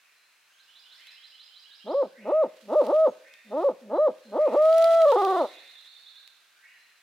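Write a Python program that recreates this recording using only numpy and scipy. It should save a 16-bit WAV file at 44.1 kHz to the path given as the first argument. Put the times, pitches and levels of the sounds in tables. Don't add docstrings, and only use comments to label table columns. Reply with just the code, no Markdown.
import sys
import numpy as np
from scipy import signal
from scipy.fft import rfft, irfft
from scipy.io import wavfile
from scipy.ndimage import uniform_filter1d

SR = 44100
rng = np.random.default_rng(int(sys.argv[2]) if len(sys.argv) > 2 else 0)


def generate_wav(signal):
    frames = np.transpose(np.atleast_2d(signal))
    scaled = np.clip(frames, -1, 1) * 32767
    pcm = np.round(scaled).astype(np.int16)
    wavfile.write(sys.argv[1], SR, pcm)


N = 309984
TIME = np.arange(N) / SR

# (full voice [s], flip up [s], flip down [s], release [s], top pitch [Hz], climb exponent [-],
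# hum [dB], low register [dB], arch [dB], arch overtone slope [dB/oct])
OWL_NOTES = [(1.89, 1.94, 2.028, 0.061, 575, 0.59, -67, -31.5, -25, -9),
             (2.283, 2.317, 2.440, 0.048, 639, .38, -50, -28, -24.5, -10),
             (2.718, 2.753, 2.816, 0.077, 619, .16, -53.5, -26.5, -20.5, -11.5),
             (2.886, 2.922, 3.074, 0.039, 640.3, .33, -54, -25.5, -23, -10.5),
             (3.541, 3.639, 3.690, .054, 578, .2, -54, -28.5, -22, -10.5),
             (3.928, 3.980, 4.082, 0.041, 625.4, .45, -47, -27.5, -23, -8),
             (4.353, 4.384, 4.477, .070, 625, .3, -51, -27.2, -23.8, -12),
             (4.539, 4.559, 5.070, 0.051, 662.4, .27, -54, -24, -22.5, -7)]
# (time [s], pitch [Hz], level [dB], overtone slope [dB/oct])
OWL_SLIDE = [(5.0, 660.2, -17.5, 1.5), (5.045, 639, -19, -4.5), (5.078, 600, -18, -1.5),
             (5.11, 547.6, -18.5, 1.5), (5.152, 490, -18.5, -5), (5.185, 414.4, -21, -1.5),
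             (5.25, 391.5, -21, -2), (5.355, 381, -22.5, -1), (5.389, 361.6, -21.5, 0),
             (5.424, 270.1, -24.5, -4), (5.453, 203.7, -30.5, -3), (5.48, 178.6, -62, -1)]
# (time [s], dip [fraction of pitch])
OWL_CATCHES = [(5.059, .11), (5.124, .18), (5.163, .23), (5.221, .1), (5.274, 0.06926), (5.328, .07),
               (5.366, .12)]
# (level [dB], overtone slope [dB/oct])
OWL_BUZZ = [(-49.5, -28), (-41, -9), (-25.5, -6.5)]
# (frequency [Hz], gain [dB])
THROAT_GAIN = [(170.0, -27.5), (270.0, -17.5), (400.0, -9), (510.0, 3.5), (640.0, -2), (790.0, -4),
               (950.0, -6), (1130.0, -10.5), (1320.0, -10.5), (1480.0, -26.5), (1700.0, -32.5),
               (1950.0, -29.5), (2400.0, -48)]
# (frequency [Hz], gain [dB])
THROAT_RING_GAIN = [(3100, -42), (3800, -35.5), (4700, -45), (6300, -55), (7600, -51), (10000, -61.5)]
# (delay [s], gain [dB])
REFLECTIONS = [(.00335, -8), (.00794, -17), (.01571, -21)]
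# (frequency [Hz], left minus right [rad])
STEREO_PHASE = [(0, 0), (520, 0.25), (1980, 0.36), (2930, -5.5), (3960, -7.5), (5080, 0.5), (5510, -2),
                (6800, -1), (7750, 1.5), (8270, -1.3), (9650, 3), (11000, -1.5), (12000, 1.2), (15700, -2)]
# (frequency [Hz], left minus right [dB])
STEREO_BALANCE = [(60, 0.0), (110, 3.5), (200, -0.5), (380, 0.5), (700, 0.0), (1290, -2.0), (2380, -0.5),
                  (4400, 1), (8120, -5.5), (15000, -3.5)]
# (offset [s], pitch [Hz], gain [dB])
HOOKED_SWEEP = [(-.068, 2784, -7.5), (-.056, 3005, -5), (-.036, 3244, -5.5), (-.022, 3150, -23.5),
                (-.006, 3325, -7), (.003, 3535, -4), (.017, 4047, 1), (.035, 4280, -9), (.05, 5042, -5),
                (.06, 5426, -12), (.07, 5310, -49)]
# (offset [s], pitch [Hz], gain [dB])
SHORT_SWEEP = [(-.045, 3845, -32), (-.032, 3680, -6), (-.014, 3550, -7.5), (0, 3473, -2.5),
               (0.012, 3900, -1.5), (.026, 4288, -4.5), (.036, 4690, -22)]
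# (time [s], level [dB])
WHIPPOORWILL_CALLS = [(-.53, -61.5), (.47, -55.5), (1.65, -54), (2.73, -54), (3.88, -52.5), (4.97, -53),
                      (6.11, -55)]
# (offset [s], pitch [Hz], gain [dB])
WHIPPOORWILL_SHAPE = [(-.01, 1507, -36.5), (.01, 1620, -5), (0.051, 1600, -18), (.09, 1546, -51.5),
                      (.33, 1514, -41), (0.391, 1537, -10), (.46, 1520, -12.5), (.5, 1900, 1),
                      (.54, 2507, -3.5), (.56, 2780, -3.5), (.585, 2095, -9), (0.624, 1758, -7),
                      (.65, 1700, -24.5)]
# (time [s], length [s], pitch [Hz], level [dB])
FAR_WHISTLES = [(0.093, 0.29, 4090, -73.5), (.47, 0.15, 6380, -80), (0.608, .45, 3490, -66),
                (3.066, .09, 6480, -72.5), (3.249, 0.35, 3600, -71), (3.912, 0.11, 3987, -68.5),
                (4.189, 0.2, 4130, -67.5), (6.722, .22, 4090, -69.5)]
# (time [s], hold [s], level [dB], attack [s], release [s])
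CLOTH_SHIFTS = [(.95, 0.16, -63, .12, 0.14), (2.75, 0.17, -54.5, 0.12, 0.18),
                (3.58, 0.085, -60.5, .05, 0.029), (4.671, 0.75, -49.5, 0.13, 0.063),
                (4.78, 0.12, -49, .015, .25)]
# (frequency [Hz], relative density [dB])
CLOTH_SPECTRUM = [(100, -24.5), (600, -7), (1500, 0.5), (2400, 2), (3800, 4), (5500, -3.5), (8000, -8),
                  (11000, -10), (13500, -12), (15500, -18)]
# (time [s], level [dB], bright part re dull [dB])
CREASE_SNAPS = [(1.07, -44, -20), (2.867, -41.5, -5), (2.9633, -43, -18), (3.3383, -44.5, -20),
                (4.7276, -35, -21.5), (4.782, -32.5, -0.5), (4.8237, -30, -25.5), (4.843, -28.5, -8),
                (5.018, -33.5, -24), (5.1182, -32, -21), (5.2493, -30.5, -19), (6.2764, -43.5, -13)]
# (frequency [Hz], relative density [dB])
AIR_SPECTRUM = [(24, -69), (40, -49.5), (91, -27), (188, -23), (253, -22), (670, -11), (838, -10.5),
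                (1490, -1.5), (2060, -4), (2330, -1.5), (2710, -1.5), (3060, -7.5), (4030, -8),
                (4680, -8.5), (15500, -19)]
# (frequency [Hz], coherence [0-1])
COHERENCE = [(100, 0.93), (700, 0.82), (1500, 0.6), (3000, 0.7), (6000, .25), (14000, 0.1)]


def owl(jitter=.0023, low_jitter=.019, shimmer_db=.18, low_shimmer_db=.5, break_hz=480, breath_db=-49):
    pitch_hz, level_db, slope_db_oct = owl_phrase()
    slack = np.clip(2 * (1 - pitch_hz / break_hz), 0, 1)
    waver = 1 + jitter * drift(66) + low_jitter * slack * drift(350)
    phase = 2 * np.pi * np.cumsum(pitch_hz * waver) / SR
    throat, syrinx, power = THROAT_GAIN + THROAT_RING_GAIN, 0, 0
    for k in range(1, 15):
        gain = from_db(slope_db_oct * np.log2(min(k, 5)))
        syrinx += gain * np.sin(k * phase)
        power += (gain * from_db(at_hz(throat, k * pitch_hz))) ** 2 / 2
    loudness = from_db(level_db) * np.clip((level_db + 60) / 4, 0, 1)
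    drive = loudness / np.sqrt(uniform_filter1d(power, size=300))
    shimmer = from_db((shimmer_db + low_shimmer_db * slack) * drift(260))
    voice = highpass(resonate(syrinx * drive * shimmer, throat), order=3, cutoff_hz=115)
    breath = diffuse([(40, -10), (130, -5), (300, -5.5), (550, -6.5), (1250, -4), (1700, -17.5),
                      (5000, -43)])[0]
    return voice + from_db(breath_db) * breath * loudness


def owl_phrase(flip_s=.0033):
    voice = None
    for full_s, up_s, down_s, release_s, top_hz, bend, hum_db, low_db, arch_db, slope in OWL_NOTES:
        low = low_register(full_s, up_s, down_s, release_s, hum_db, low_db)
        high = arch(up_s, down_s, top_hz, bend, arch_db, slope)
        edges_s = [up_s - flip_s, up_s + flip_s, down_s - flip_s, down_s + flip_s]
        note = low + np.interp(TIME, edges_s, [0, 1, 1, 0]) * (high - low)
        voice = note if voice is None else np.where(note[1] > voice[1], note, voice)
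    voice = np.where(TIME > OWL_SLIDE[0][0], slide(), voice)
    return uniform_filter1d(np.maximum(voice, -100), size=160, axis=1)


def low_register(full_s, up_s, down_s, release_s, hum_db, low_db):
    hum_s, hum_sink_hz, hum_swell_db = .112, 55.15, 10
    open_hz, full_hz, pushed_hz, fall_hz, end_hz = 191, 262, 382, 358, 170.5
    opening_s, attack_s, lunge_s, lunge_hz = .012, .027, .008, 69.94
    push_db, push_db_oct, release_db = 1.5, 2.5, 33
    before_s = np.maximum(full_s - TIME, 0)
    released = np.maximum(TIME - down_s, 0) / release_s
    early = np.minimum(before_s / hum_s, 2) ** 2
    first_half = TIME < (up_s + down_s) / 2
    push = np.interp(TIME, [full_s, up_s], [0, 1]) * first_half
    rising_hz = open_hz + hum_sink_hz * early + (full_hz - open_hz) * np.exp(-before_s / opening_s)
    rising_hz += (pushed_hz - full_hz) * push + lunge_hz * np.exp(-np.abs(up_s - TIME) / lunge_s)
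    falling_hz = end_hz + (fall_hz - end_hz) * np.exp(-3.3 * released)
    humming_db = np.where(before_s > 0, hum_db - hum_swell_db * early ** 2, -np.inf)
    attack_db = 12 * (before_s / attack_s) ** 1.4
    level_db = np.maximum(low_db - attack_db + push_db * push - release_db * released ** 2, humming_db)
    slope_db_oct = np.interp(level_db, *np.transpose(OWL_BUZZ)) + push_db_oct * push
    return np.array([np.where(first_half, rising_hz, falling_hz), level_db, slope_db_oct])


def arch(up_s, down_s, top_hz, bend, arch_db, slope_db_oct):
    foot_hz, foot_boost_db, foot_db_oct = 506, 4, -5.5
    climb_share, droop_s, press_db_per_s, press_s = .6, .017, 16, .3
    climb = np.sin(np.pi / 2 * np.clip((TIME - up_s) / (down_s - up_s) / climb_share, 0, 1)) ** bend
    droop = np.exp(-(np.clip(down_s - TIME, 0, 10 * droop_s) / droop_s) ** 1.7)
    press_db = press_db_per_s * np.clip(TIME - up_s, 0, press_s)
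    foot = np.vstack([foot_hz, arch_db + foot_boost_db, foot_db_oct])
    top = np.vstack([top_hz, arch_db, slope_db_oct])
    return foot + (top - foot) * climb * (1 - droop) + np.outer([0, 1, 1.35], press_db)


def slide(drop_s=.0055, recover_s=.012):
    times_s, *columns = np.transpose(OWL_SLIDE)
    pitch_hz, level_db, slope_db_oct = [np.interp(TIME, times_s, column) for column in columns]
    dip = 0
    for catch_s, depth in OWL_CATCHES:
        away = np.maximum((catch_s - TIME) / drop_s, (TIME - catch_s) / recover_s)
        dip += depth * np.exp(-np.minimum(away, 10) ** 2)
    return [pitch_hz * (1 - dip), level_db, slope_db_oct]


def resonate(x, spectrum):
    size = 2 * N
    hz = np.arange(N + 1) * SR / size
    cepstrum = irfft(np.log(from_db(at_hz(spectrum, hz))), size)
    cepstrum[1:N] *= 2
    cepstrum[N + 1:] = 0
    return irfft(rfft(x, size) * np.exp(rfft(cepstrum)), size)[:N]


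def reflected(x):
    return x + sum(from_db(db) * np.interp(TIME - delay_s, TIME, x, left=0)
                   for delay_s, db in REFLECTIONS)


def stereo_image(x):
    hz = np.arange(N // 2 + 1) * SR / N
    half = from_db(at_hz(STEREO_BALANCE, hz) / 2) * np.exp(.5j * at_hz(STEREO_PHASE, hz))
    return irfft(rfft(x) * np.array([half, 1 / half]), N)


def rubbing(settled_db=-74.5, skirt_exponent=1.18):
    power = from_db(settled_db) ** 2
    for start_s, hold_s, level_db, attack_s, release_s in CLOTH_SHIFTS:
        before = np.maximum(start_s - TIME, 0) / attack_s
        after = np.maximum(TIME - start_s - hold_s, 0) / release_s
        power += (from_db(level_db) / (1 + before + after) ** skirt_exponent) ** 2
    return np.sqrt(power)


def rustle(grain_db=2, uneven_db=1.9):
    hiss = diffuse(CLOTH_SPECTRUM)
    crackle = from_db(grain_db * drift(400) + uneven_db * drift(30))
    return rubbing() * rms_one(hiss * crackle)


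def creases(rate_per_s=14, small_db=-5, spread_db=2.5, bright_db=-9.5, decay_s=.0018):
    sizes = rubbing() * from_db(small_db + spread_db * np.clip(rng.standard_normal(N), -2, 2))
    dull = sizes * (rng.random(N) < rate_per_s / SR)
    bright = from_db(bright_db) * dull
    for start_s, level_db, treble_db in CREASE_SNAPS:
        dull[round(start_s * SR)] += from_db(level_db)
        bright[round(start_s * SR)] += from_db(level_db + treble_db)
    pole = np.exp(-1 / (decay_s * SR))
    dull, bright = signal.lfilter([1], [1, -pole], np.array([dull, bright]) + 1e-18)
    snaps = dull * diffuse([(800, -24.5), (2400, .5), (4500, -.5), (8000, -18)])
    snaps += bright * diffuse([(2500, -43), (5000, -6), (10000, 9), (15500, -2)])
    return highpass(snaps, order=2, cutoff_hz=450)


def far_birds():
    slow_onsets = trill(start_s=.428, period_s=.16, count=10, level_db=-47, swell_db=24)
    fast_onsets = trill(start_s=5.095, period_s=.0965, count=12, level_db=-44.5)
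    slow = song(slow_onsets, HOOKED_SWEEP, waver=.018)
    fast = song(fast_onsets, SHORT_SWEEP, waver=.027)
    whippoorwill = song(WHIPPOORWILL_CALLS, WHIPPOORWILL_SHAPE, waver=.029)
    thin = whistles()
    out = pan(-5) * (from_db(-7) * slow + woods(slow, t60_s=.82, build_s=.0024, wet_db=-2.5))
    out += pan(-5.5) * (from_db(-11.5) * fast + woods(fast, t60_s=.91, build_s=.0065, wet_db=-4))
    out += pan(-1.6) * woods(whippoorwill, t60_s=1.25, build_s=.016, wet_db=2.5)
    return out + pan(-1.5) * (from_db(4.5) * thin + woods(thin, t60_s=.84, build_s=.01, wet_db=2.5))


def trill(start_s, period_s, count, level_db, swell_db=0, swell_s=.16):
    t = period_s * np.arange(count)
    return np.transpose([start_s + t, level_db - swell_db * np.exp(-t / swell_s)])


def song(onsets, shape, waver, flicker_db=1):
    out = np.zeros(N)
    offset_s, pitch_hz, shape_db = np.transpose(shape)
    wobble = 1 + waver * drift(50)
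    flicker = from_db(flicker_db * drift(30))
    for start_s, level_db in onsets:
        on = (TIME > start_s + offset_s[0]) & (TIME < start_s + offset_s[-1])
        t = TIME[on] - start_s
        phase = 2 * np.pi * np.cumsum(np.interp(t, offset_s, pitch_hz) * wobble[on]) / SR
        envelope = from_db(level_db + np.interp(t, offset_s, shape_db)) * flicker[on]
        out[on] += np.sqrt(2) * envelope * np.sin(phase)
    return out


def whistles(waver=.0035):
    out = np.zeros(N)
    clock_s = np.cumsum(1 + waver * drift(40)) / SR
    for start_s, length_s, pitch_hz, level_db in FAR_WHISTLES:
        swell = np.sin(np.pi * np.clip((TIME - start_s) / length_s, 0, 1))
        out += from_db(level_db) * swell * np.sin(2 * np.pi * pitch_hz * clock_s)
    return out


def woods(x, t60_s, build_s, wet_db):
    t = TIME[:2 * SR]
    noise = diffuse([(100, 0), (16000, 0)])[:, :len(t)]
    tail = noise * from_db(-60 * t / t60_s) * (1 - np.exp(-t / build_s))
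    tail = rms_one(tail) / np.sqrt(len(t))
    return from_db(wet_db) * signal.fftconvolve(x[None], tail, axes=1)[:, :N]


def still_air(level_db=-64):
    return from_db(level_db) * diffuse(AIR_SPECTRUM)


def diffuse(spectrum):
    hz = np.arange(N // 2 + 1) * SR / N
    mid, side = rfft(rng.standard_normal((2, N))) * from_db(at_hz(spectrum, hz))
    alike = np.clip(at_hz(COHERENCE, hz), 0, 1)
    return rms_one(irfft(np.sqrt(1 + alike) * mid + np.sqrt(1 - alike) * side * [[1], [-1]], N))


def drift(corner_hz):
    hz = np.arange(N // 2 + 1) * SR / N
    return rms_one(irfft(rfft(rng.standard_normal(N)) / (1 + (hz / corner_hz) ** 2), N))


def at_hz(points, hz):
    points_hz, values = np.transpose(points)
    return np.interp(np.log(np.maximum(hz, 1)), np.log(points_hz), values)


def highpass(x, order, cutoff_hz):
    return signal.sosfilt(signal.butter(order, cutoff_hz, "high", fs=SR, output="sos"), x)


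def pan(left_db):
    return from_db(np.array([[left_db], [-left_db]]) / 2)


def from_db(db):
    return 10 ** (np.asarray(db) / 20)


def rms_one(x):
    return x / np.sqrt(np.mean(x ** 2) + 1e-20)


def scene():
    voice = owl()
    near = stereo_image(reflected(voice)) + woods(voice, t60_s=.55, build_s=.0086, wet_db=-20.5)
    clothing = pan(-3.5) * rustle() + pan(-3) * creases()
    return near + clothing + far_birds() + still_air()


def record(dry, cutoff_hz=15900):
    return signal.sosfilt(signal.ellip(12, .1, 80, cutoff_hz, fs=SR, output="sos"), dry)


dry = scene()
out = record(dry)
generate_wav(out)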